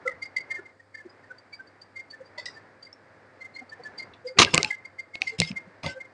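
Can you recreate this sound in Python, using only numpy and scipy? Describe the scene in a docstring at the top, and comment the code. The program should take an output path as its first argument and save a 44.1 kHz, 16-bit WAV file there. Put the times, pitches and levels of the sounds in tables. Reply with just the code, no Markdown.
"""A small room, where an incubator's fan hums faintly. Eggs are set by hand on the plastic rollers
of its tray: each soft impact excites damped modes of a shell or a hollow roller, giving many
small, soft-edged clinks. Later the tray is handled: hard contacts click, stick-slip friction
rasps, loose rollers rattle and the drawer thumps against its housing."""
import sys
import numpy as np
from scipy import signal
from scipy.fft import rfft, irfft, next_fast_len
from scipy.io import wavfile
from scipy.ndimage import uniform_filter1d, map_coordinates

SR = 44100
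rng = np.random.default_rng(int(sys.argv[2]) if len(sys.argv) > 2 else 0)


def persist_wave(psi):
    """Save psi, clipped to +-1, as 16-bit WAV."""
    counts = np.round(np.clip(psi, -1, 1) * 32767).astype(np.int16)
    wavfile.write(sys.argv[1], SR, np.atleast_2d(counts).T)


N = 270333
TIME = np.arange(N) / SR


def amp(db):
    """Amplitude ratio of a level in decibels."""
    return 10 ** (np.asarray(db) / 20)


def unit_rms(x):
    """Normalisation to rms 1."""
    return x / np.sqrt(np.mean(x ** 2) + 1e-20)


def unit_peak(x):
    """Normalisation to peak 1."""
    return x / np.abs(x).max()


def along(points, hz):
    """Interpolation of (f/Hz, value) points on a logarithmic frequency axis."""
    f, values = np.transpose(points)
    return np.interp(np.log(hz + 1), np.log(f + 1), values)


def wobble(rate):
    """Random modulation: a smooth curve through `rate` knots a second."""
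    return map_coordinates(rng.standard_normal(int(N * rate / SR) + 4), [TIME * rate])


def filtered(x, response):
    """Linear filtering: the spectrum is multiplied by a frequency response."""
    size = next_fast_len(N + SR // 2)
    return irfft(rfft(x, size) * response(np.fft.rfftfreq(size, 1 / SR)), size)[:N]


def coloured(x, spectrum):
    """Spectral shaping by (f/Hz, level/dB) points, at rms 1."""
    return unit_rms(filtered(x, lambda hz: amp(along(spectrum, hz))))


def impulse_response(spectrum, size=1024):
    """Minimum phase: folding the cepstrum gives a causal pulse with this spectrum."""
    magnitude = amp(along(spectrum, np.fft.rfftfreq(size, 1 / SR)))
    cepstrum = irfft(np.log(magnitude + 1e-6))
    cepstrum[1:size // 2] *= 2
    cepstrum[size // 2 + 1:] = 0
    return irfft(np.exp(rfft(cepstrum)))


def add(track, at, sound):
    """Superposition: a sound joins the track from `at` seconds."""
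    start = max(round(at * SR), 0)
    track[start:start + len(sound)] += sound[:max(N - start, 0)]


def struck_modes(modes, scatter_db):
    """Free vibration: modes start at randomly scattered strengths and decay exponentially."""
    t = np.arange(SR // 4) / SR
    out = np.zeros(len(t))
    for k, (hz, db, t60) in enumerate(modes):
        envelope = amp(db + scatter_db * rng.standard_normal() - 60 * t / t60)
        out += (-1) ** k * envelope * np.sin(2 * np.pi * hz * t)
    return unit_peak(out)


def stroke(hold, rise, t60):
    """Envelope of a sustained contact: linear rise, hold, exponential decay."""
    t = np.arange(SR // 4) / SR
    return np.minimum(t / rise, 1) * amp(-60 * np.maximum(t - hold, 0) / t60)


# Reverberation time of the room: f/Hz, T60/s
ROOM_DECAY = [(150, 0.33), (1000, 0.31), (4500, 0.22), (10000, 0.024)]
def reverberation(x):
    """Diffuse reflections: a noise tail whose treble is absorbed fastest."""
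    hz, t, bands = signal.stft(rng.standard_normal(SR // 2), SR, nperseg=256)
    decay = amp(-60 * t / along(ROOM_DECAY, hz)[:, None])
    tail = signal.istft(bands * decay, SR, nperseg=256)[1]
    return signal.fftconvolve(x, tail / np.linalg.norm(tail))[:N]


# Course of the air noise, in three consecutive spans: t/s, relative level/dB
AIR_LEVELS = [
    [(0.0, -56), (0.52, -52.5), (0.79, -61.5), (1.54, -57), (1.92, -57), (2.55, -54), (3.27, -60),
     (3.81, -54.5), (4.22, -56)],
    [(4.85, -53), (4.928, -56), (5.12, -58)],
    [(5.6, -54), (5.676, -55.5), (6.13, -57.5)],
]
# Spectra of the swirling air and of the hiss: f/Hz, relative level/dB
AIR_SPECTRUM = [(25, -39.5), (60, -18.5), (95, -4), (170, -7.5), (260, -4.5), (520, -3), (900, -6.5),
                (1300, -8), (1700, -5.5), (2200, -11), (2500, -18.5), (3100, -27.5), (5000, -28),
                (10000, -52.5)]
HISS_SPECTRUM = [(2000, -12), (4100, -6), (4750, 2), (5600, -12), (8200, -9.5), (10000, -20.5)]
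# Motor tones: f/Hz, rms level/dB
MOTOR_TONES = [(100, -69.5), (280, -74.5), (525, -70)]
def fan(air_gain_db=1, flutter_db=2.72, waver_rad=0.91, hiss_db=-77):
    """Turbulence gives broadband noise, over a steady hiss and a slightly phase-modulated motor hum."""
    air_db = np.interp(TIME, *np.vstack(AIR_LEVELS).T) + air_gain_db + flutter_db * wobble(3.5)
    hum = sum(amp(db) * np.sqrt(2) * np.sin(2 * np.pi * hz * TIME + waver_rad * wobble(3.5))
              for hz, db in MOTOR_TONES)
    air = amp(air_db) * coloured(rng.standard_normal(N), AIR_SPECTRUM)
    hiss = amp(hiss_db) * coloured(rng.standard_normal(N), HISS_SPECTRUM)
    return air + hiss + hum


def slips(depth_db=6, judder_db=2):
    """Friction noise: shifting contact favours some bands for hundredths of a second, then others."""
    bands = signal.stft(rng.standard_normal(N), nperseg=512)[2]
    patches = uniform_filter1d(rng.standard_normal(bands.shape), size=3, axis=0)  # across frequency
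    patches = uniform_filter1d(patches, size=8, axis=1)  # across time
    noise = signal.istft(bands * amp(depth_db * unit_rms(patches)), nperseg=512)[1][:N]
    return noise * amp(judder_db * wobble(220))


# Plastic sliding on plastic: t/s, hold/s, rasp level/dB, body level/dB (both before fading)
SLIDES = [(4.368, .02, -45, -33), (4.428, .095, -38.5, -28), (4.531, 0.18425, -37, -26),
          (5.205, 0.14, -46.5, -50), (5.382, .11, -35.5, -46), (5.829, 0.088, -39.5, -37)]
# Spectra of the rasp and of the hollow tray body: f/Hz, relative level/dB
RASP_SPECTRUM = [(1500, -33.5), (2200, -5), (2650, 1), (3500, -6.5), (4100, -6), (4700, -4.5), (5200, 0.5),
                 (5750, -13.5), (6350, -11), (7600, -17.5), (9000, -22), (10500, -39)]
BODY_SPECTRUM = [(40, -33), (100, 1), (200, -4), (330, -6), (450, -6.5), (620, -6), (900, -8),
                 (1200, -12.5), (1600, -13.5), (2100, -7), (2900, -30), (4800, -94.5)]
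def tray_scrapes(rasp_fade_db_per_s=67.5, body_fade_db_per_s=144):
    """Stick-slip friction rasps and drives the hollow tray, fading as the slide slows."""
    rasp_power, body_power = np.zeros(N), np.zeros(N)
    t = np.arange(SR // 4) / SR
    for at, hold, rasp_db, body_db in SLIDES:
        contact = stroke(hold, rise=0.006, t60=0.12)
        add(rasp_power, at, (amp(rasp_db - rasp_fade_db_per_s * t) * contact) ** 2)
        add(body_power, at, (amp(body_db - body_fade_db_per_s * t) * contact) ** 2)
    rasp = np.sqrt(rasp_power) * coloured(slips(), RASP_SPECTRUM)
    body = np.sqrt(body_power) * coloured(slips(), BODY_SPECTRUM)
    return rasp + body


# Bumps of the drawer: t/s, peak level before the bass cut/dB, boost of the lowest mode/dB
BUMPS = [(0.133, -50.5, 12), (4.106, -55, 15.5), (4.387, -19.5, -5.5), (4.397, -12, -8), (4.54, -19, 1.5),
         (4.578, -26.5, -1.5), (4.645, -37, 1), (5.388, -26, 5.5), (5.399, -20, 4), (5.416, -20.5, 2.5),
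         (5.52, -37, -0.5), (5.837, -32, 6), (5.856, -26, 3.5)]
# Drawer modes: f/Hz, relative level/dB, T60/s
DRAWER_MODES = [(79, -9.5, 0.14), (159.88, 3.5, 0.11), (217.09, -2, 0.077), (248, 0, 0.041)]
def drawer_thumps(cutoff_hz=60):
    """Bumps excite the drawer's low modes; a body small against the wavelength radiates little bass."""
    out = np.zeros(N)
    hz, lowest_db, t60 = DRAWER_MODES[0]
    for at, db, boost_db in BUMPS:
        modes = [(hz, lowest_db + boost_db, t60), *DRAWER_MODES[1:]]
        add(out, at, amp(db) * struck_modes(modes, scatter_db=4))
    return signal.lfilter(*signal.butter(2, cutoff_hz, "high", fs=SR), out)


# Jolts of the tray: t/s, hold/s, rms level/dB
JOLTS = [(4.3872, 0.0036, -5), (4.396, 0.019, -14.5), (4.417, 0.012, -12.5)]
# Spectrum of the clattering rollers: f/Hz, relative level/dB
CLATTER_SPECTRUM = [(40, -27), (110, -5.5), (200, 5), (340, -4), (500, -8.5), (800, -7), (1080, 4.5),
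                    (1500, -4), (2100, -1), (2700, -0.5), (3300, -1.5), (3900, 0.5), (5300, -4.5),
                    (6400, -2.5), (8000, -19.5), (9500, -19), (11000, -45.5)]
def roller_rattles(rise_s=0.003, judder_db=2):
    """Incoherent summation: dense impacts of loose rollers merge into noise bursts that add in power."""
    power = np.zeros(N)
    for at, hold, db in JOLTS:
        add(power, at - rise_s / 2, (amp(db) * stroke(hold, rise_s, t60=0.041)) ** 2)
    impacts = rng.standard_normal(N) * amp(judder_db * wobble(400))
    return np.sqrt(power) * coloured(impacts, CLATTER_SPECTRUM)


# Hard plastic contacts: t/s, snap peak level/dB, relative knock level/dB, T60/s, cutoff f/Hz
HARD_CONTACTS = [(2.4593, -34, -52, 0.0059, 9000), (4.3977, -15, -7.5, 0.0075, 4000),
                 (4.4003, -4.5, -10.5, 0.02124, 9200), (4.409, -18, -21.5, 0.0042, 8000),
                 (4.418, -6, -16, 0.03234, 2951), (4.4316, -5.5, -21, .01, 4492),
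                 (4.448, -6.5, -33, 0.01, 3864), (4.540, -7.5, -13.5, 0.0058, 5160),
                 (4.545, 0, -13, 0.006, 9000), (4.5541, -14, -18, 0.0033, 8100),
                 (4.578, -1, -11, 0.0074, 6800), (4.6304, -5, -25, 0.0047, 9000),
                 (4.6464, -10, -36.5, 0.0078, 4360), (5.155, -22.5, -40, 0.0026, 2200),
                 (5.2188, -8, -38, 0.0091, 3670), (5.4014, -2, -21, 0.0054, 12000),
                 (5.4177, -9.5, -42.5, 0.005876, 2639), (5.515, -27.5, -46, 0.011, 1506),
                 (5.834, -29, -47.5, 0.011, 4000), (5.863, -19.5, -34, .012, 5830)]
# Spectrum of the snap: f/Hz, relative level/dB
SNAP_SPECTRUM = [(700, -22), (1200, -27), (1600, -24.5), (2050, -6.5), (2600, 2.5), (3300, -6.5),
                 (4200, -2.5), (6000, -9.5), (6800, -12), (8200, -12.5), (9200, -18), (10500, -36.5)]
# Tray modes: f/Hz, relative level/dB, T60/s
TRAY_MODES = [(341, -1, 0.038), (497, -8.5, 0.058), (697, -4, 0.03), (1051, -5.5, 0.04),
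              (1207, -13.5, .045), (1540, -7, 0.046), (1756, -6.5, 0.02)]
def tray_clicks(grit=0.84, knock_gain_db=-3):
    """Impulsive excitation: each contact snaps with a splintery tail and rings the tray's modes."""
    out = np.zeros(N)
    t = np.arange(SR // 20) / SR
    snap = impulse_response(SNAP_SPECTRUM)
    for at, snap_db, knock_db, t60, cutoff_hz in HARD_CONTACTS:
        force = grit * rng.standard_normal(len(t)) * amp(-60 * t / t60)
        force[0] = 1
        force = signal.lfilter(*signal.butter(2, cutoff_hz, fs=SR), force)  # softer contact is duller
        add(out, at, amp(snap_db) * unit_peak(signal.fftconvolve(force, snap)))
        add(out, at, amp(knock_db + knock_gain_db) * struck_modes(TRAY_MODES, scatter_db=8))
    return out


# Spectrum of a faint hiss that swells and fades with each clink, pip and nudge: f/Hz, relative level/dB
PULSE_HISS_SPECTRUM = [(100, -40.5), (2000, 1.5), (3000, 9), (4500, 7), (6500, 8.5), (9000, 2.5),
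                       (10500, -38)]
def soft_contacts(pulses, hiss_db, steepness=2.25, drift_per_s=300):
    """Soft impacts give bell-shaped tone pulses: centre t/s, f/Hz, level/dB, duration/s, waver/rad."""
    tones, power = np.zeros(N), np.zeros(N)
    t = np.arange(-SR // 10, SR // 10) / SR
    for at, hz, db, duration, waver in pulses:
        swell = amp(db) * 0.5 ** (np.abs(2 * t / duration) ** steepness)  # duration at half amplitude
        drift = map_coordinates(rng.standard_normal(256), [(t - t[0]) * drift_per_s], mode="wrap")
        tone = swell * np.sin(2 * np.pi * (hz * t + rng.random()) + waver * drift)
        start = at + t[0]
        skip = max(round(-start * SR), 0)
        add(tones, start, tone[skip:])
        add(power, start, swell[skip:] ** 2)
    hiss = amp(hiss_db) * np.sqrt(power) * coloured(rng.standard_normal(N), PULSE_HISS_SPECTRUM)
    return tones + hiss


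# Eggs nudging rollers: t/s, low f/Hz, low level/dB, high f/Hz, high level/dB, duration/s
ROLLER_NUDGES = [(0.069, 510, -24.5, 1363, -31, 0.019), (0.09, 530, -32, 1279, -34.5, .015),
                 (0.596, 380, -37.5, 1446, -42.5, 0.010144), (1.063, 246.7, -51, 361.7, -39.5, 0.016),
                 (1.315, 520, -53, 1498, -35.5, 0.01632), (1.604, 523.3, -63.5, 1556, -37.5, 0.016455),
                 (2.215, 524.1, -38.5, 1470, -66.5, .018), (2.388, 603.6, -38, 966, -42, 0.01576),
                 (3.625, 254.5, -44, 756.8, -43, 0.015), (3.805, 482.7, -42, 740, -44.5, .016),
                 (4.266, 501, -29.5, 1469, -68, .025), (4.308, 517, -38, 1500, -63, 0.04),
                 (4.372, 397.9, -40, 1403, -52, 0.01971), (4.479, 399, -37, 1624, -29, .012),
                 (4.603, 406, -30.5, 852.6, -47, 0.014), (4.655, 852.6, -35.5, 1690, -53, 0.024),
                 (4.723, 838.9, -52, 1683, -39.5, 0.031), (5.23, 493.3, -60, 766, -41.5, .025),
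                 (5.342, 447, -41, 776, -57, 0.035), (5.511, 201.6, -25, 560, -56.5, 0.0086),
                 (5.678, 183, -44.5, 560, -60, 0.014), (5.87, 564.7, -28.5, 914, -36, 0.01324),
                 (5.905, 559, -44, 1539, -39.5, 0.05164), (5.974, 525, -36, 1564, -44, 0.02759)]
def roller_nudges(low_waver_rad=0.06, high_waver_rad=0.19):
    """Resonance of a hollow body: a nudged roller sounds two of its modes."""
    low = [(at, hz, db, duration, low_waver_rad) for at, hz, db, _, _, duration in ROLLER_NUDGES]
    high = [(at, hz, db, duration, high_waver_rad) for at, _, _, hz, db, duration in ROLLER_NUDGES]
    return soft_contacts(low + high, hiss_db=-33.5)


# Eggs landing on the rollers, and a light tick at 4.135 s: t/s, rms level before decay/dB, T60/s, frequency
# ratio of the shell
LANDINGS = [(2.378, -38, 0.12456, 0.93), (2.394, -47, 0.1885, 0.94), (2.456, -25, 0.04517, 1.0166),
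            (2.47, -44.5, 0.2, 1.03), (4.135, -44.5, 0.06, 0.72)]
# Shell resonances: f/Hz, bandwidth/Hz, relative level/dB
SHELL_RESONANCES = [(2723.6, 110, -5), (3790, 370, -0.5), (4826, 164, 7), (5390, 660, -3),
                    (7760, 1218, -17)]
def egg_drops(rise_s=0.0019):
    """Forced vibration: an egg chatters to rest, driving its shell's resonances with decaying noise."""
    out = np.zeros(N)
    t = np.arange(SR // 4) / SR
    f = np.fft.rfftfreq(len(t), 1 / SR)
    for at, db, t60, ratio in LANDINGS:
        shell = sum(amp(level) / (1 + (2 * (f / ratio - hz) / width) ** 2)
                    for hz, width, level in SHELL_RESONANCES)
        chatter = unit_rms(irfft(rfft(rng.standard_normal(len(t))) * shell, len(t)))
        envelope = amp(db - 60 * t / t60) * (1 - np.exp(-t / rise_s))
        add(out, at, chatter * envelope)
    return out


def mode_pair(at, hz, db, duration, waver, lag_s=0.008, detune=1.022, twin_db=-10, stretch=1.9):
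    """Beating: the shell's high mode and a later, longer twin close in frequency make a rough ring."""
    twin = (at + lag_s, hz * detune, db + twin_db, duration * stretch, waver)
    return [(at, hz, db, duration, waver), twin]


# Shell grazing shell: t/s, f/Hz, peak level/dB, duration/s
SHELL_GRAZES = [(0.24, 4800, -41.5, .008), (1.101, 4900, -52, .009), (1.387, 4630, -46, 0.00648),
                (1.55, 4690, -46, .015), (1.677, 4630, -53, .008), (1.821, 4660, -42, 0.008518),
                (2.111, 4520, -39.5, 0.011), (2.266, 4700, -56, 0.01916), (2.552, 4750, -52.5, .021),
                (2.831, 4660, -40, .008), (2.855, 4690, -44.5, 0.01054), (2.93, 5330, -38, 0.0026),
                (3.414, 4240, -56, .014), (3.556, 4220, -44.5, 0.018), (3.698, 4530, -44, 0.006565),
                (3.839, 4526, -41, 0.00578), (3.987, 4690, -32.5, 0.010768), (3.999, 4258, -42, 0.011),
                (4.275, 4860, -36, 0.008413)]
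def egg_grazes(waver_rad=0.55):
    """Glancing contact excites only the shell's high modes, in thin pips."""
    pulses = [pulse for graze in SHELL_GRAZES for pulse in mode_pair(*graze, waver_rad)]
    return soft_contacts(pulses, hiss_db=-20)


# Egg meeting egg: t/s, low f/Hz, low level/dB, high level/dB, duration/s, rebound gap/s, rebound loss/dB
COLLISIONS = [(.08, 2035, -16.5, -57, 0.005787, .016, 12.5), (0.119, 1906, -37, -65.5, 0.013, 0.03126, 18),
              (0.23, 2118, -26.5, -38.5, 0.01331, 0.03, 7.5), (0.37, 2073, -17, -32, 0.007718, .014, 7),
              (0.41, 2145, -33, -48, 0.011286, 0.018, 32), (.516, 2115, -24, -46.5, 0.017, 0.038, 6),
              (.519, 1811, -33.5, -62, 0.015, 0.05157, 2.5),
              (.591, 1732, -39.5, -71.5, 0.01805, 0.0313, 20), (0.664, 2103, -42, -67, 0.016, 0.031, 9),
              (0.804, 1863, -46, -76, 0.011475, 0.02642, 13), (0.951, 2115, -37.5, -56, 0.012, 0.038, 4.5),
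              (0.954, 1770, -35.5, -51, 0.01034, 0.024, 6), (1.009, 1731, -42, -72, 0.01558, 0.036, 26.5),
              (1.242, 1830, -49, -68.5, .014, 0.03138, 22.5),
              (1.537, 2295, -39.5, -41.5, 0.013887, 0.019954, 16),
              (1.971, 2114, -33, -52, 0.017486, 0.03, 1), (2.143, 1767, -39, -68, .019, 0.02552, 26.5),
              (2.385, 2006, -32, -44, 0.0088, 0.014536, 0.5),
              (2.465, 1955, -29.5, -50.5, 0.0076, 0.02205, 4),
              (2.575, 1773, -40.5, -61, 0.01924, .03, 24.5), (2.873, 2106, -45, -62, 0.012256, .03, 20),
              (3.422, 2085, -36, -66, .02, 0.034, 0), (3.568, 2115, -34.5, -55.5, 0.013, .027, -0.5),
              (3.731, 1768, -35, -69, .018, 0.0374, 29.5), (3.866, 1737, -33, -71, 0.024, 0.025, 18),
              (4.003, 2115, -31, -42.5, 0.013947, 0.027, 3.5),
              (4.288, 2124, -36.5, -42.5, .018, 0.024, 22.5), (4.568, 2096, -24.5, -47.5, 0.01434, 0.04, 4),
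              (4.711, 2083, -18.5, -54.5, .0085, 0.019378, 8), (4.749, 2077, -30, -62, 0.01298, 0.0351, 16),
              (4.857, 2124, -33.5, -49.5, 0.011, 0.023, 23.5), (4.998, 2105, -28, -48, 0.016, 0.031, 22),
              (5.151, 2163, -32.5, -56, 0.019, 0.02474, 10), (5.279, 2106, -21.5, -37, 0.013, 0.019, 5),
              (5.429, 2122, -22.5, -37.5, 0.01985, 0.056, 17.5),
              (5.574, 2113, -25.5, -55.5, .018, 0.036, 22), (5.867, 2073, -29.5, -37.5, 0.015, 0.02743, 6),
              (6.013, 2114, -32.5, -63, 0.015, 0.04147, 11.5)]
def egg_clinks(high_hz=4635, high_loss_db=3, settle_db=23.5, soften=1.1034,
               low_waver_rad=0.12, high_waver_rad=0.99):
    """Inelastic collision: each egg touches three times, ever softer, ringing low and high shell modes."""
    pulses = []
    for first, low_hz, low_db, high_db, first_duration, gap, loss_db in COLLISIONS:
        for k in range(3):
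            at = first + k * gap
            duration = first_duration * soften ** k
            fall_db = k * loss_db + settle_db * (k == 2)  # the egg settles on its last touch
            high_fall_db = fall_db + k * high_loss_db  # longer contact excites the high mode less
            pulses.append((at, low_hz, low_db - fall_db, duration, low_waver_rad))
            pulses += mode_pair(at, high_hz, high_db - high_fall_db, duration, high_waver_rad)
    return soft_contacts(pulses, hiss_db=-26)


def scene(egg_room_db=-18, tray_room_db=-25):
    """Superposition of the direct sound of eggs and tray, their reverberation and the fan."""
    eggs = egg_clinks() + egg_grazes() + roller_nudges() + egg_drops()
    tray = tray_clicks() + drawer_thumps() + roller_rattles() + tray_scrapes()
    room = reverberation(amp(egg_room_db) * eggs + amp(tray_room_db) * tray)
    return (eggs + tray + room + fan())[None]


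def record(dry, treble_hz=10313, ceiling=0.95, distortion_db=-22, limit_hz=15750):
    """Band limiting and saturation: the microphone cuts the top treble and rounds the loudest peaks."""
    def treble(hz):
        return 1 / np.sqrt(1 + (hz / treble_hz) ** 100)

    def passband(hz):  # distortion above the treble edge passes weakly, up to the band limit
        return np.maximum(treble(hz), amp(distortion_db)) * (hz < limit_hz)

    heard = filtered(dry[0], treble)
    rounded = heard / (1 + np.abs(heard / ceiling) ** 6) ** (1 / 6)
    return filtered(rounded, passband)[None]


dry = scene()
out = record(dry)
persist_wave(out)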